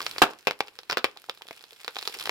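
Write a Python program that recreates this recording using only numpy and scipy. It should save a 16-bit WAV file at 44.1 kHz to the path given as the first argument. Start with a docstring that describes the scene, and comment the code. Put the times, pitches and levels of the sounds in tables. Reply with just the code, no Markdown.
"""An outdoor pond: chunks of sodium burn on the water, some metres from two small microphone ports.
Pockets of hydrogen pop as sharp spikes that ring with their cavities; one chunk goes off as a blast
wave with a burst of noisy spray. Ticks and hiss make the fizz, single clicks the larger bubbles, and
short rising notes the drops that fall back. Echoes and dying noise give the banks and the field, over
a low wash of breeze and stirred water. Fizz and wash are heard lower after the bang, then recover."""
import sys
import numpy as np
from scipy import signal
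from scipy.fft import rfft, irfft
from scipy.io import wavfile
from scipy.ndimage import uniform_filter1d

SR = 44100
rng = np.random.default_rng(int(sys.argv[2]) if len(sys.argv) > 2 else 0)


def file_out(sig):
    """Save sig as 16-bit WAV at sys.argv[1]."""
    # one column per channel
    cols = np.atleast_2d(sig).T
    # limit, then scale
    lim = np.clip(cols, -1, 1)
    pcm = np.round(lim * 32767).astype(np.int16)
    wavfile.write(sys.argv[1], SR, pcm)


N = 101430  # length of the scene in samples

# How fast scattered sound dies away: (frequency [Hz], time to fall 60 dB [s])
SCATTER_T60 = [(100, 0.074), (450, 0.1), (4000, 0.091), (9000, 0.068)]
# Level at which the open air is heard, wind included; it drops after the bang, then recovers:
# (time [s], level [dB])
AIR_HEARD = [(0, -51), (.2, -52.5), (.35, -64.5), (1.85, -66), (2.05, -64), (2.3, -49)]
WATER_WET_DB = -7.5  # scattered sound around single bubbles and drops


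def amp(db):
    """Turns decibels into gain."""
    return 10 ** (np.asarray(db) / 20)


def unit(x):
    """Scales a sound to an rms (average strength) of 1."""
    return x / np.sqrt(np.mean(x ** 2) + 1e-20)


def read(points, hz):
    """Reads a (Hz, value) table, with straight lines between points on a log-frequency axis."""
    f, value = np.transpose(points)
    return np.interp(np.log(hz + 1), np.log(f + 1), value)


def level(points):
    """Gain over the whole scene from (s, dB) points."""
    return amp(np.interp(np.arange(N) / SR, *np.transpose(points)))


def add(mix, s, sound):
    """Mixes a sound in at time s, cut off at the end of the mix."""
    part = mix[:, max(round(s * SR), 0):][:, :sound.shape[-1]]
    part += sound[..., :part.shape[1]]


def colour(x, points, size=2048):
    """Filters a sound to the given (Hz, dB) shape without ringing ahead of it (minimum phase)."""
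    hz = abs(np.fft.fftfreq(size, 1 / SR))
    log_gain = np.log(amp(read(points, hz)))
    spectrum = np.exp(signal.hilbert(log_gain).conj())
    taps = np.fft.ifft(spectrum).real[:size // 2]
    return signal.fftconvolve(x, taps[None], axes=1)[:, :x.shape[1]]


def ring(x, modes):
    """Raises resonances (Hz, width Hz, dB) out of a sound, as a struck cavity does."""
    out = x
    for hz, width, db in modes:
        out = out + (amp(db) - 1) * signal.lfilter(*signal.iirpeak(hz, hz / width, fs=SR), x)
    return out


def noise(size):
    """Two channels of white noise, most alike in the low middle."""
    # Left-right likeness: (frequency [Hz], likeness [0 to 1])
    likeness = [(30, 0.1), (400, 0.81), (1200, 0.56), (3000, 0.029)]
    a, b = rfft(rng.standard_normal((2, size)))
    same = np.clip(read(likeness, np.fft.rfftfreq(size, 1 / SR)), -1, 1)
    return irfft([a, same * a + np.sqrt(1 - same ** 2) * b], size)


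def tail(t60, size, lumpy_db=4):
    """Scattered sound: dying noise in small uneven clumps, with an average energy of 1 per channel."""
    hz, t, z = signal.stft(noise(size), SR, nperseg=128)
    lumps = lumpy_db * np.clip(rng.standard_normal(len(t)), -2, 2)
    decay_db = -60 * t / read(t60, hz)[:, None]
    x = signal.istft(z * amp(lumps + decay_db))[1][:, :size]
    return unit(x) / np.sqrt(size)


def reflections(size):
    """The direct sound and its early echo, whose delay varies a little at random."""
    # Reflection off the water and near bank: (delay before variation [ms], level [dB])
    echoes = [(2.5, -12)]
    path = np.zeros((2, size))
    path[:, 0] = 1
    shifts = 2 * rng.random(len(echoes)) - 1
    for (ms, db), shift in zip(echoes, shifts):
        add(path, ms * (1 + 0.13 * shift) / 1000, amp([db]))
    return path


def surroundings(size, wet_db):
    """What one click becomes on its way: direct sound, echo and scattered tail."""
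    return reflections(size) + amp(wet_db) * tail(SCATTER_T60, size)


def bubble(hz, wet_db, size=4096):
    """One bubble bursts: a click with a brief ring of its own pitch."""
    ring_db, pitch_over_width = 9.5, 5.14
    return ring(surroundings(size, wet_db), [(hz, hz / pitch_over_width, ring_db)])


def wind(db=-57, corner_hz=110):
    """Faint low rumble of the breeze, made separately at each port."""
    lowpass = signal.butter(2, corner_hz, fs=SR, output="sos")
    low = signal.sosfilt(lowpass, rng.standard_normal((2, N)))
    return amp(db) * unit(low * level(AIR_HEARD))


def air(patchy_db=1.5):
    """A low wash of breeze and stirred water: noise with uneven patches in pitch and time."""
    # Colour of the wash: (frequency [Hz], level [dB])
    air_tone = [(60, -2), (280, 8), (420, 1), (820, -2.5), (1300, -1), (2200, 0), (15000, -32)]
    hz, _, z = signal.stft(noise(N), SR, nperseg=1024)
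    patches = rng.standard_normal(z[0].shape)
    patches = uniform_filter1d(patches, size=8, axis=0)  # smooth over frequency
    patches = unit(uniform_filter1d(patches, size=3, axis=1))  # smooth over time
    z *= amp(read(air_tone, hz)[:, None] + patchy_db * patches)
    return unit(signal.istft(z)[1][:, :N]) * level(AIR_HEARD)


def field_return(blasts):
    """The pops and the bang come back faintly from the field as a long dying tail."""
    far_db, far_t60_s = -21.5, 0.35
    field = tail([(200, far_t60_s), (12000, far_t60_s / 2)], size=32768)
    return amp(far_db) * signal.fftconvolve(blasts, field, axes=1)[:, :N]


def plops(size=4096):
    """Each drop falling back traps a bubble: a brief note that rises in pitch, blurred by scatter."""
    # Drops: (time [s], starting pitch [Hz], level before the fade [dB])
    drops = [(.0055, 1090, -27), (1.165, 827, -35.5), (1.288, 800, -31), (1.411, 900, -36.5),
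             (1.455, 520, -39), (1.725, 450, -41.5), (2.096, 426, -33.5), (2.165, 440, -32.5)]
    rise_s, t60_s, glide_per_s = 0.00037, 0.0097, 2.4  # glide: share of the starting pitch
    t, out = np.arange(size) / SR, np.zeros((2, N))
    for s, hz, db in drops:
        note = np.sin(2 * np.pi * hz * (t + glide_per_s * t ** 2 / 2))
        note = note * np.minimum(t / rise_s, 1) * amp(db - 60 * t / t60_s)
        path = surroundings(size, WATER_WET_DB)
        add(out, s, signal.fftconvolve(path, note[None], axes=1))
    return out


def fizz(count=12):
    """Hundreds of tiny bubbles, in a dozen pitches, burst each second over the hiss of steam."""
    # Level at which the fizz is heard, on top of its colour; it drops after the bang, then recovers:
    # (time [s], level [dB])
    fizz_heard = [(0, -36.5), (.2, -39), (.29, -53), (1.04, -54), (1.84, -50), (2.04, -39.5), (2.3, -37.5)]
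    # Colour of the fizz: (frequency [Hz], level [dB])
    fizz_tone = [(60, -17), (1000, -5), (2500, 1), (6500, 3.5), (9500, 9), (15000, 5)]
    hiss_db, crackle_db, crackle_wet_db = -8, -1.5, -5
    crackles_per_s, spread_db = 450, 8
    crackle = np.zeros((2, N))
    for hz in np.geomspace(1000, 13000, num=count):
        chance, strength = rng.random(N), rng.exponential(1, N)
        bursts = chance < crackles_per_s / count / SR
        ticks = bursts * amp(spread_db * np.minimum(strength, 3.3))
        crackle += signal.oaconvolve(ticks[None], bubble(hz, crackle_wet_db), axes=1)[:, :N]
    mix = amp(crackle_db) * unit(crackle) + amp(hiss_db) * noise(N)
    return colour(mix, fizz_tone) * level(fizz_heard)


def spits():
    """Larger bubbles burst one by one, as ringing clicks that stand out from the fizz."""
    # Larger bubbles: (time [s], level of the click before its ring [dB], pitch [Hz])
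    large_bubbles = [(0.0173, -8, 5200), (.0281, -11, 4870), (.183, -0.5, 4470), (0.3352, -18, 900),
                     (0.6732, -20.5, 5150), (0.6828, -16, 2820), (0.8333, -21.5, 4000), (0.9824, -6, 4660),
                     (1.1729, -15.5, 3920), (1.2415, -21, 1300), (1.375, -23, 3900), (1.4201, -14, 3150),
                     (1.4859, -15.5, 3600), (1.5736, -26, 2940), (1.6094, -23, 4050), (1.6399, -17.5, 4100),
                     (1.7975, -26.5, 2890), (1.8463, -10.5, 4440), (1.9575, -10.5, 3700),
                     (1.991, -11, 3860), (2.0271, -8, 4300), (2.0558, -12.5, 3740), (2.1497, -11.5, 5300),
                     (2.2085, -12.5, 3060), (2.2164, -14.5, 1210)]
    out = np.zeros((2, N))
    for s, db, hz in large_bubbles:
        add(out, s, amp(db) * bubble(hz, WATER_WET_DB))
    return out


def bang(size=16384, lumpy_db=2.5):
    """A chunk blows apart: a blast wave, a ragged ringing burst of spray and its darker roll off the banks."""
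    # Colour of the spray before its rings: (frequency [Hz], level [dB])
    burst_tone = [(30, 3), (270, 3.5), (430, -9.5), (750, -7.5), (1500, -1.5), (3000, -7), (5000, -12.5),
                  (8000, -7), (15000, -12.5)]
    # Narrow peaks that ring through the burst: (frequency [Hz], width [Hz], height [dB])
    burst_rings = [(540, 20, 2.5), (735, 41, 14), (866, 14.7, 12), (1246, 29, 10.5), (1480, 89, 2.5)]
    # Colour of the roll: (frequency [Hz], level [dB])
    roll_tone = [(60, -12.5), (400, -2), (800, -0.5), (2500, -12.5), (15000, -27)]
    bang_s, blast_db, blast_s = 0.2187, 10, 0.0003
    burst_db, burst_t60_s = 0, 0.072
    roll_db, roll_t60_s = -19.5, 0.21
    t = np.arange(size) / SR
    burst = unit(ring(colour(noise(size), burst_tone), burst_rings))
    burst = burst * amp(burst_db - 60 * t / burst_t60_s)
    roll = unit(colour(noise(size), roll_tone)) * amp(roll_db - 60 * t / roll_t60_s)
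    wobble = unit(uniform_filter1d(rng.standard_normal(size), size=128))
    lumps = amp(lumpy_db * np.clip(wobble, -2, 2))
    # A jump in pressure that falls through zero to a dip
    blast = amp(blast_db) * (1 - t / blast_s) * np.exp(-t / blast_s)
    out = np.zeros((2, N))
    add(out, bang_s, (burst + roll) * lumps + blast)
    return out


def pops(size=8192):
    """Each pocket of gas gives a pressure spike, an echo and a scattered tail, ringing with its cavity."""
    # Hydrogen pops, before the shared trims: (time [s], level [dB], bass [dB], snap above 3 kHz [dB],
    # scattered tail [dB], thump pitch [Hz], bite pitch [Hz])
    gas_pockets = [(0.005, -1.5, -4.5, -2, -30, 1170, 1500), (0.0653, 3, -6, 4, -7, 594, 2240),
                   (0.1627, -6, 0.5, -15, -9, 517, 2400), (0.4713, 14, 3.5, -5, -0.5, 534, 2460),
                   (0.51, 4.5, 2, -2, -11, 1486, 2140), (0.606, 10.5, 4.5, -2, -12, 820, 2280),
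                   (0.7893, -8.5, -1, 1, -7.5, 495, 5540), (0.8986, 7, -5, -6.5, -1.5, 1510, 5570),
                   (0.911, -4, -1, 7.5, -12, 1350, 5550), (0.9215, -2.5, 6.5, 2, 0, 1000, 4770),
                   (0.9284, 4, 1, -3, -6.5, 1130, 2700), (0.9718, 9, 5, -3.5, -1, 1360, 3760),
                   (1.0436, 16, 1, -3.5, -9.5, 541, 2440), (1.2964, -0.5, 3, 2.5, -10.5, 1314, 3640),
                   (1.5097, -7.5, 8, -4, -10, 662, 2200), (1.8798, 3.5, -5, -3.5, -9.5, 487, 3800),
                   (1.967, 1, -2, -5.5, -13, 810, 3170), (1.9869, -10.5, -1.5, 9, -2.5, 584, 3850),
                   (2.0756, 0, 1.5, 7.5, -6, 1240, 4200), (2.257, -1.5, -10, 4, -5, 634, 3000),
                   (2.274, 2, 0, -9, -20, 565, 4160), (2.2944, 9, -1, 0, -12.5, 664, 2040)]
    trim_db, top_trim_db, uneven_db = -0.5, -4.5, 1.5  # uneven: each pocket's own random colour
    cavity_db, pitch_over_width = 7, 8.56  # the cavity blown in the water rings briefly
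    out = np.zeros((2, N))
    for s, db, bass, snap, wet, *pitches in gas_pockets:
        modes = [(hz, hz / pitch_over_width, cavity_db) for hz in pitches]
        path = ring(surroundings(size, wet), modes)
        tone = [(500, bass), (1200, 0.0085), (2200, 0.0074),
                (3800, snap), (5300, snap), (8000, snap + top_trim_db)]
        grid = np.geomspace(100, 16000, num=28)
        uneven = uneven_db * np.clip(rng.standard_normal(len(grid)), -2, 2)
        shape = np.transpose([grid, read(tone, grid) + uneven])
        add(out, s, amp(db + trim_db) * colour(path, shape))
    return out


def scene():
    """The reaction on the pond, its faint return from the field, and the open air."""
    blasts = pops() + bang()
    return wind() + air() + field_return(blasts) + plops() + fizz() + spits() + blasts


def record(dry):
    """Two coloured microphone ports, soft overload of loud peaks, then a cut of the highest treble."""
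    # Colour of the ports: (frequency [Hz], left level [dB], right level [dB])
    port_tone = [(24.1, -31, -16.5), (69.6, -17.5, -17.5), (152, -8.5, -9), (242, -10.5, -8),
                 (465, 2.5, 3.5), (638, -1.5, -0.5), (782, 0.5, 2.5), (1370, 1.5, 2), (2084, 0, -3),
                 (2645, 5.5, -0.5), (3600, -4, 2.5), (5410, -3, -2), (5930, -24, -5.5), (7090, -13.5, -8.5),
                 (9400, -32.5, -13), (13400, -15.5, -9.5), (15400, -14.5, -21)]
    port_hz, port_width_hz = 3027, 2030  # cavity of the left port
    overload, edge_hz = 0.74, 16000  # overload: highest amplitude the soft limit lets through
    hz, left_db, right_db = np.transpose(port_tone)
    left = colour(dry[[0]], np.transpose([hz, left_db]))[0]
    right = colour(dry[[1]], np.transpose([hz, right_db]))[0]
    # The left cavity delays sound around its pitch and leaves levels alone (all-pass)
    r = np.exp(-np.pi * port_width_hz / SR)
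    cavity = [1, -2 * r * np.cos(2 * np.pi * port_hz / SR), r * r]
    left = signal.lfilter(cavity[::-1], cavity, left)
    loud = overload * np.tanh(np.array([left, right]) / overload)
    lowpass = signal.firwin(255, edge_hz, window=("kaiser", 9), fs=SR)
    return signal.oaconvolve(loud, lowpass[None], "same")


dry = scene()
out = record(dry)
file_out(out)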